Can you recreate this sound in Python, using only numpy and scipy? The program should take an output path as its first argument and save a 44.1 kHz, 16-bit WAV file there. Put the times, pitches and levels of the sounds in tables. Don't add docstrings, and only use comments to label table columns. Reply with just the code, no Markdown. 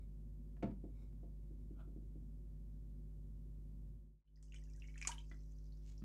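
import sys
import numpy as np
from scipy import signal
from scipy.fft import rfft, irfft
from scipy.io import wavfile

SR = 44100
rng = np.random.default_rng(int(sys.argv[2]) if len(sys.argv) > 2 else 0)


def digitize_waveform(pressure):
    field = np.atleast_2d(pressure).T
    bounded = np.clip(field, -1, 1)
    quanta = np.round(bounded * 32767).astype(np.int16)
    wavfile.write(sys.argv[1], SR, quanta)


N = 266364
TIME = np.arange(N) / SR
SILENT_S = 4.24
POUR_START_S, POUR_STOP_S = 4.48, 5.25
# t/s, slap level/dB, slap f/Hz, pock re slap/dB
HEAVY_DROPS = [(4.427, -52.5, 7400, -28), (4.544, -54.5, 6750, 9.5), (4.762, -63, 7240, -9),
               (4.875, -61, 5900, -17), (4.979, -54, 7100, 7), (5.015, -47, 7000, 15),
               (5.026, -44.5, 5400, -3), (5.05, -47.5, 5600, 16.5), (5.0729, -25, 7120, -6.5),
               (5.0763, -31.5, 6400, -24), (5.117, -46.5, 5600, 6), (5.189, -59.5, 6800, -20)]


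def amp(db):
    return 10 ** (np.asarray(db) / 20)


def peaked(x):
    return x / (abs(x).max() + 1e-30)


def lookup(points, hz):
    f, value = np.transpose(points)
    return np.interp(np.log(hz + 1), np.log(f + 1), value)


def coloured(x, spectrum):
    gain = amp(lookup(spectrum, np.fft.rfftfreq(len(x), 1 / SR)))
    shaped = irfft(rfft(x) * gain, len(x))
    return shaped / np.sqrt(np.mean(shaped ** 2) + 1e-30)


def add(mix, s, sound):
    part = mix[max(round(s * SR), 0):][:len(sound)]
    part += sound[:len(part)]


def noise_burst(t, spectrum, rise_s, t60_s):
    noise = rng.standard_normal(len(t))
    return coloured(noise * amp(-60 * t / t60_s) * (1 - np.exp(-t / rise_s)), spectrum)


def ticks(swells, spectrum, per_s):
    impulses = rng.standard_normal(N) * (rng.random(N) < per_s / SR)
    envelope = sum(amp(db - 20 * np.maximum((s - TIME) / rise_s, (TIME - s) / fall_s))
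                   for s, db, rise_s, fall_s in swells)
    return envelope * coloured(impulses, spectrum)


def room(x, first_s, wet_db=-6):
    # f/Hz, t60/s
    decay = [(150, 0.45), (400, 0.22), (1000, 0.27), (2800, 0.17), (7000, 0.13), (14000, 0.18)]
    taps = rng.standard_normal(SR // 2) * (rng.random(SR // 2) < 1 / 8)
    hz, t, bands = signal.stft(taps, SR, nperseg=256)
    tail = signal.istft(bands * amp(-60 * t / lookup(decay, hz)[:, None]), SR, nperseg=256)[1]
    tail *= np.arange(len(tail)) > first_s * SR
    return x + amp(wet_db) * signal.fftconvolve(x, tail / np.linalg.norm(tail))[:N]


def background():
    # f/Hz, density/dB
    air_spectrum = [(12, -35.5), (30, -15.5), (65, -3.5), (100, 0), (135, -5), (200, -12), (250, -16),
                    (400, -21.5), (700, -34.5), (1500, -62.5)]
    hiss_spectrum = [(100, 5), (700, 5), (1200, 2.5), (2500, -1.5), (5000, -2.5), (7500, -1), (10000, -2.5),
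                     (15500, -2.5)]
    rumble_spectrum = [(30, -24), (65, -6), (110, 0.5), (140, -5), (175, -9), (205, -5), (240, -4),
                       (280, -23.5), (370, -16), (430, -29.5), (650, -39.5), (1200, -73.5)]
    air, hiss, rumble = rng.standard_normal((3, N))
    steady = amp(-68) * coloured(air, air_spectrum) + amp(-86.5) * coloured(hiss, hiss_spectrum)
    return steady + amp(-62.5) * coloured(rumble, rumble_spectrum) * (TIME < SILENT_S)


def hum(mains_hz=50, smear_rad=0.67):
    # harmonic number, rms level/dB
    harmonics = [(1, -51), (3, -62.5), (5, -72), (7, -79), (9, -90), (11, -87.5), (13, -97.5), (15, -104),
                 (17, -103), (19, -102), (21, -105), (25, -110)]
    phase = 2 * np.pi * (mains_hz * TIME + rng.random())
    return sum(np.sqrt(2) * amp(db) * np.cos(k * phase + smear_rad * rng.standard_normal())
               for k, db in harmonics)


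def bottle_rustle():
    # peak t/s, level/dB, rise/s, fall/s
    swells = [(5.89, -72.5, 0.064, 0.088)]
    # f/Hz, density/dB
    spectrum = [(500, -7), (1500, -4), (2800, 2.5), (4000, -1), (7000, 5.5), (11000, -18)]
    return ticks(swells, spectrum, per_s=2000)


def string_rub():
    # peak t/s, level/dB, rise/s, fall/s
    strokes = [(0.03, -84, 0.11, 0.044), (1.02, -78, 0.14, 0.1), (1.45, -92, 0.09, 0.15),
               (1.62, -91, 0.077, 0.085), (2.1, -97, 0.1, 0.073)]
    # f/Hz, density/dB
    spectrum = [(500, 6), (900, 4), (1400, -3.5), (1800, -15.5), (2250, 6.5), (2800, -17), (3400, -15.5),
                (3750, 1.5), (4400, -21.5), (5500, -5), (6300, -21), (7300, -8.5), (11000, -21.5)]
    return ticks(strokes, spectrum, per_s=4000)


def stick_slide():
    # peak t/s, level/dB, rise/s, fall/s
    strokes = [(1.805, -67.5, 0.046, 0.043)]
    # f/Hz, density/dB
    spectrum = [(300, -11), (650, 0.5), (950, -9), (1380, 0.5), (1750, -25), (2500, -19), (3300, -17),
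                (4600, -31), (9000, -38)]
    return ticks(strokes, spectrum, per_s=3000)


def knocks(spread_oct=0.44, rise_s=0.0013):
    # t/s, ring level/dB, centre f/Hz, crack re ring/dB
    blows = [(0.566, -68, 506, 3), (0.6252, -43, 610, -1.5), (0.6304, -31.5, 423, -15.5),
             (0.71, -51.5, 270, -12), (0.839, -43.5, 393, -30), (1.231, -52, 436, -22.5),
             (1.508, -53, 365, -41), (1.707, -49, 348, -37), (1.876, -53, 388, -31),
             (1.961, -48.5, 362, -37), (2.155, -49.5, 356, -44), (5.313, -57.5, 279, 1),
             (6.020, -45, 221, -16)]
    # f/Hz, level/dB, t60/s
    modes = [(167, -7.5, 0.32), (206.3, 0, 0.2), (269, -4, 0.13), (307.5, -1.5, 0.085), (345, -8, 0.076),
             (385, -9.5, 0.09), (463.6, -9.5, 0.079), (523, -6.5, 0.078), (598, -6.5, 0.079),
             (670, -4.5, 0.12), (880, -1.5, .1), (950, -11.5, 0.25), (1468, -30, .12), (1750, -17, .12),
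             (2315, -10, 0.13)]
    # f/Hz, density/dB
    crack_spectrum = [(150, 8), (400, -3), (800, -4), (1200, 0), (2300, -6), (3000, -12.5), (5000, -19),
                      (8500, -32.5), (11000, -50)]
    rebounds = [(0.639 + k * 0.0168, -35 - k * 2.5, 190, -21) for k in range(5)]
    t, out = np.arange(SR // 2) / SR, np.zeros(N)
    hz, db, t60_s = np.transpose(modes)[:, :, None]
    for s, ring_db, centre_hz, crack_db in blows + rebounds:
        weight = 1 / (1 + (np.log2(hz / centre_hz) / spread_oct) ** 2)
        ring = (weight * amp(db - 60 * t / t60_s) * np.sin(2 * np.pi * hz * t)).sum(0)
        ring *= 1 - np.exp(-t / rise_s)
        ring = signal.sosfilt(signal.butter(4, 1.36 * centre_hz, fs=SR, output="sos"), ring)
        crack = noise_burst(t, crack_spectrum, rise_s=0.0012, t60_s=0.046)
        add(out, s, amp(ring_db) * (peaked(ring) + amp(crack_db) * peaked(crack)))
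    return out


def flow_db(s, rise_s=0.2, calm_db_per_s=14):
    early_s, late_s = np.maximum(POUR_START_S - s, 0), np.maximum(s - POUR_STOP_S, 0)
    return -20 * early_s / rise_s - calm_db_per_s * late_s


def scattered(per_s, end_s, level_db, spread_db, centre_hz, spread_oct):
    jitter, size, pitch = rng.uniform(-1.2, 1, size=(200, 3)).T
    s = POUR_START_S + (np.arange(len(jitter)) + 1 + jitter) / per_s
    db = level_db + flow_db(s) + spread_db * size
    hz = centre_hz * 2 ** (spread_oct * pitch)
    return np.transpose([s, db, hz])[s < end_s]


def bubble(hz, t60_s, rise_cycles, climb=0.15):
    t = np.arange(SR // 10) / SR
    cycles = np.cumsum(hz * (1 + climb * np.minimum(t / t60_s, 1))) / SR
    onset = 1 - np.exp(-(cycles / rise_cycles) ** 2)
    return np.sin(2 * np.pi * cycles) * amp(-60 * t / t60_s) * onset


def fizz(per_s=800, centre_hz=6310, spread_oct=0.22, sink_oct_per_s=0.55, stir_t60_s=0.34):
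    span_s, crowd = N / SR - SILENT_S, np.zeros(N)
    for when, size, radius, angle in rng.random((int(per_s * span_s), 4)):
        s = SILENT_S + when * span_s
        gaussian = np.sqrt(-2 * np.log(1 - radius)) * np.cos(2 * np.pi * angle)
        sink_oct = sink_oct_per_s * max(s - POUR_STOP_S, 0)
        hz = min(centre_hz * 2 ** (spread_oct * gaussian - sink_oct), SR / 3)
        size_db = 2 * min(-np.log(1 - size), 4)
        add(crowd, s, amp(size_db) * bubble(hz, t60_s=45 / hz, rise_cycles=5.4, climb=0.015))
    level_db = -84 + flow_db(TIME)
    for s, slap_db, *_ in HEAVY_DROPS:
        stirred_db = min(slap_db - 17, -71) - 60 * (TIME - s) / stir_t60_s
        level_db = np.where(TIME > s, np.maximum(level_db, stirred_db), level_db)
    return amp(level_db) * crowd / crowd[int(SILENT_S * SR):].std()


def spray():
    # peak t/s, level/dB, rise/s, fall/s
    swells = [(5.115, -65.5, 0.14, 0.074)]
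    # f/Hz, density/dB
    spectrum = [(400, -11), (1000, -1), (2500, -7), (4200, -4), (7000, -5), (9500, 0), (11000, -5),
                (14000, -20)]
    return ticks(swells, spectrum, per_s=1600)


def plinks(ring_cycles=61.6, shed_s=0.03, shed_oct=0.3):
    # t/s, f/Hz, level/dB
    large_bubbles = [(4.276, 2930, -61.5), (4.359, 4920, -57.5), (4.372, 1880, -69), (4.522, 2720, -52),
                     (4.536, 2210, -62), (4.561, 2980, -53.5), (4.821, 2680, -51), (4.841, 2100, -57.5),
                     (4.885, 2190, -57), (4.942, 2230, -60), (4.957, 1790, -54.5), (4.976, 2580, -55),
                     (5.025, 2380, -39.5), (5.051, 1126, -49), (5.091, 926, -41.5), (5.108, 1577, -51.5),
                     (5.117, 2900, -44), (5.182, 3070, -47), (5.314, 1960, -53), (5.723, 4280, -64.5),
                     (5.979, 5400, -58)]
    out = np.zeros(N)
    for s, hz, db in large_bubbles:
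        add(out, s, amp(db) * bubble(hz, ring_cycles / hz, rise_cycles=0.98))
        for delay, pitch in zip(rng.random(7), rng.standard_normal(7)):
            shed = bubble(hz * 2 ** (shed_oct * pitch), t60_s=0.021, rise_cycles=0.89)
            add(out, s + shed_s * delay, amp(db - 13) * (1 - delay / 2) * shed)
    trickle = scattered(per_s=45, end_s=POUR_STOP_S, level_db=-71.5, spread_db=2,
                        centre_hz=2194, spread_oct=0.46)
    for s, db, hz in trickle:
        add(out, s, amp(db) * bubble(hz, ring_cycles / hz, rise_cycles=3.1))
    for s, slap_db, _, pock_db in HEAVY_DROPS:
        add(out, s, amp(slap_db + pock_db) * bubble(hz=2250, t60_s=0.0056, rise_cycles=1))
    return out


def slaps(burst_s=0.0011, rattle_db=-9):
    # f/centre f, density/dB
    rattle_shape = [(.08, -13.5), (.3, -10), (.62, -10), (.85, -3), (1.14, -3.5), (1.34, -6), (1.5, -43),
                    (2.1, -43)]
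    t, out = np.arange(SR // 10) / SR, np.zeros(N)
    burst = np.tanh(2 * np.sin(np.pi * np.minimum(t / burst_s, 1)))
    droplets = scattered(per_s=28, end_s=N / SR, level_db=-67.5, spread_db=7.5,
                         centre_hz=6160, spread_oct=0.16)
    for s, slap_db, hz, *_ in [*HEAVY_DROPS, *droplets]:
        spectrum = [(hz * ratio, db) for ratio, db in rattle_shape]
        rattle = noise_burst(t, spectrum, rise_s=0.00022, t60_s=0.054) * (1 - t / t[-1])
        impact = burst * np.sin(2 * np.pi * hz * t)
        add(out, s, amp(slap_db) * (impact + amp(rattle_db) * peaked(rattle)))
    return out


def scene():
    stick = knocks() + stick_slide() + string_rub()
    bottle_and_spray = bottle_rustle() + spray()
    pour = room(plinks(), first_s=0.0016) + room(slaps() + fizz() + bottle_and_spray, first_s=0.002)
    return (room(stick, first_s=0.0042) + pour + hum() + background())[None]


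def record(dry, fade_s=0.36, cutoff_hz=15750):
    fade_out = np.clip((SILENT_S - TIME) / fade_s, 0, 1) ** 1.19
    fade_in = np.clip((TIME - SILENT_S) / fade_s, 0, 1)
    lowpass = signal.firwin(511, cutoff_hz, window=("kaiser", 9), fs=SR)
    return signal.oaconvolve(dry * (fade_out + fade_in), lowpass[None], "same")


dry = scene()
out = record(dry)
digitize_waveform(out)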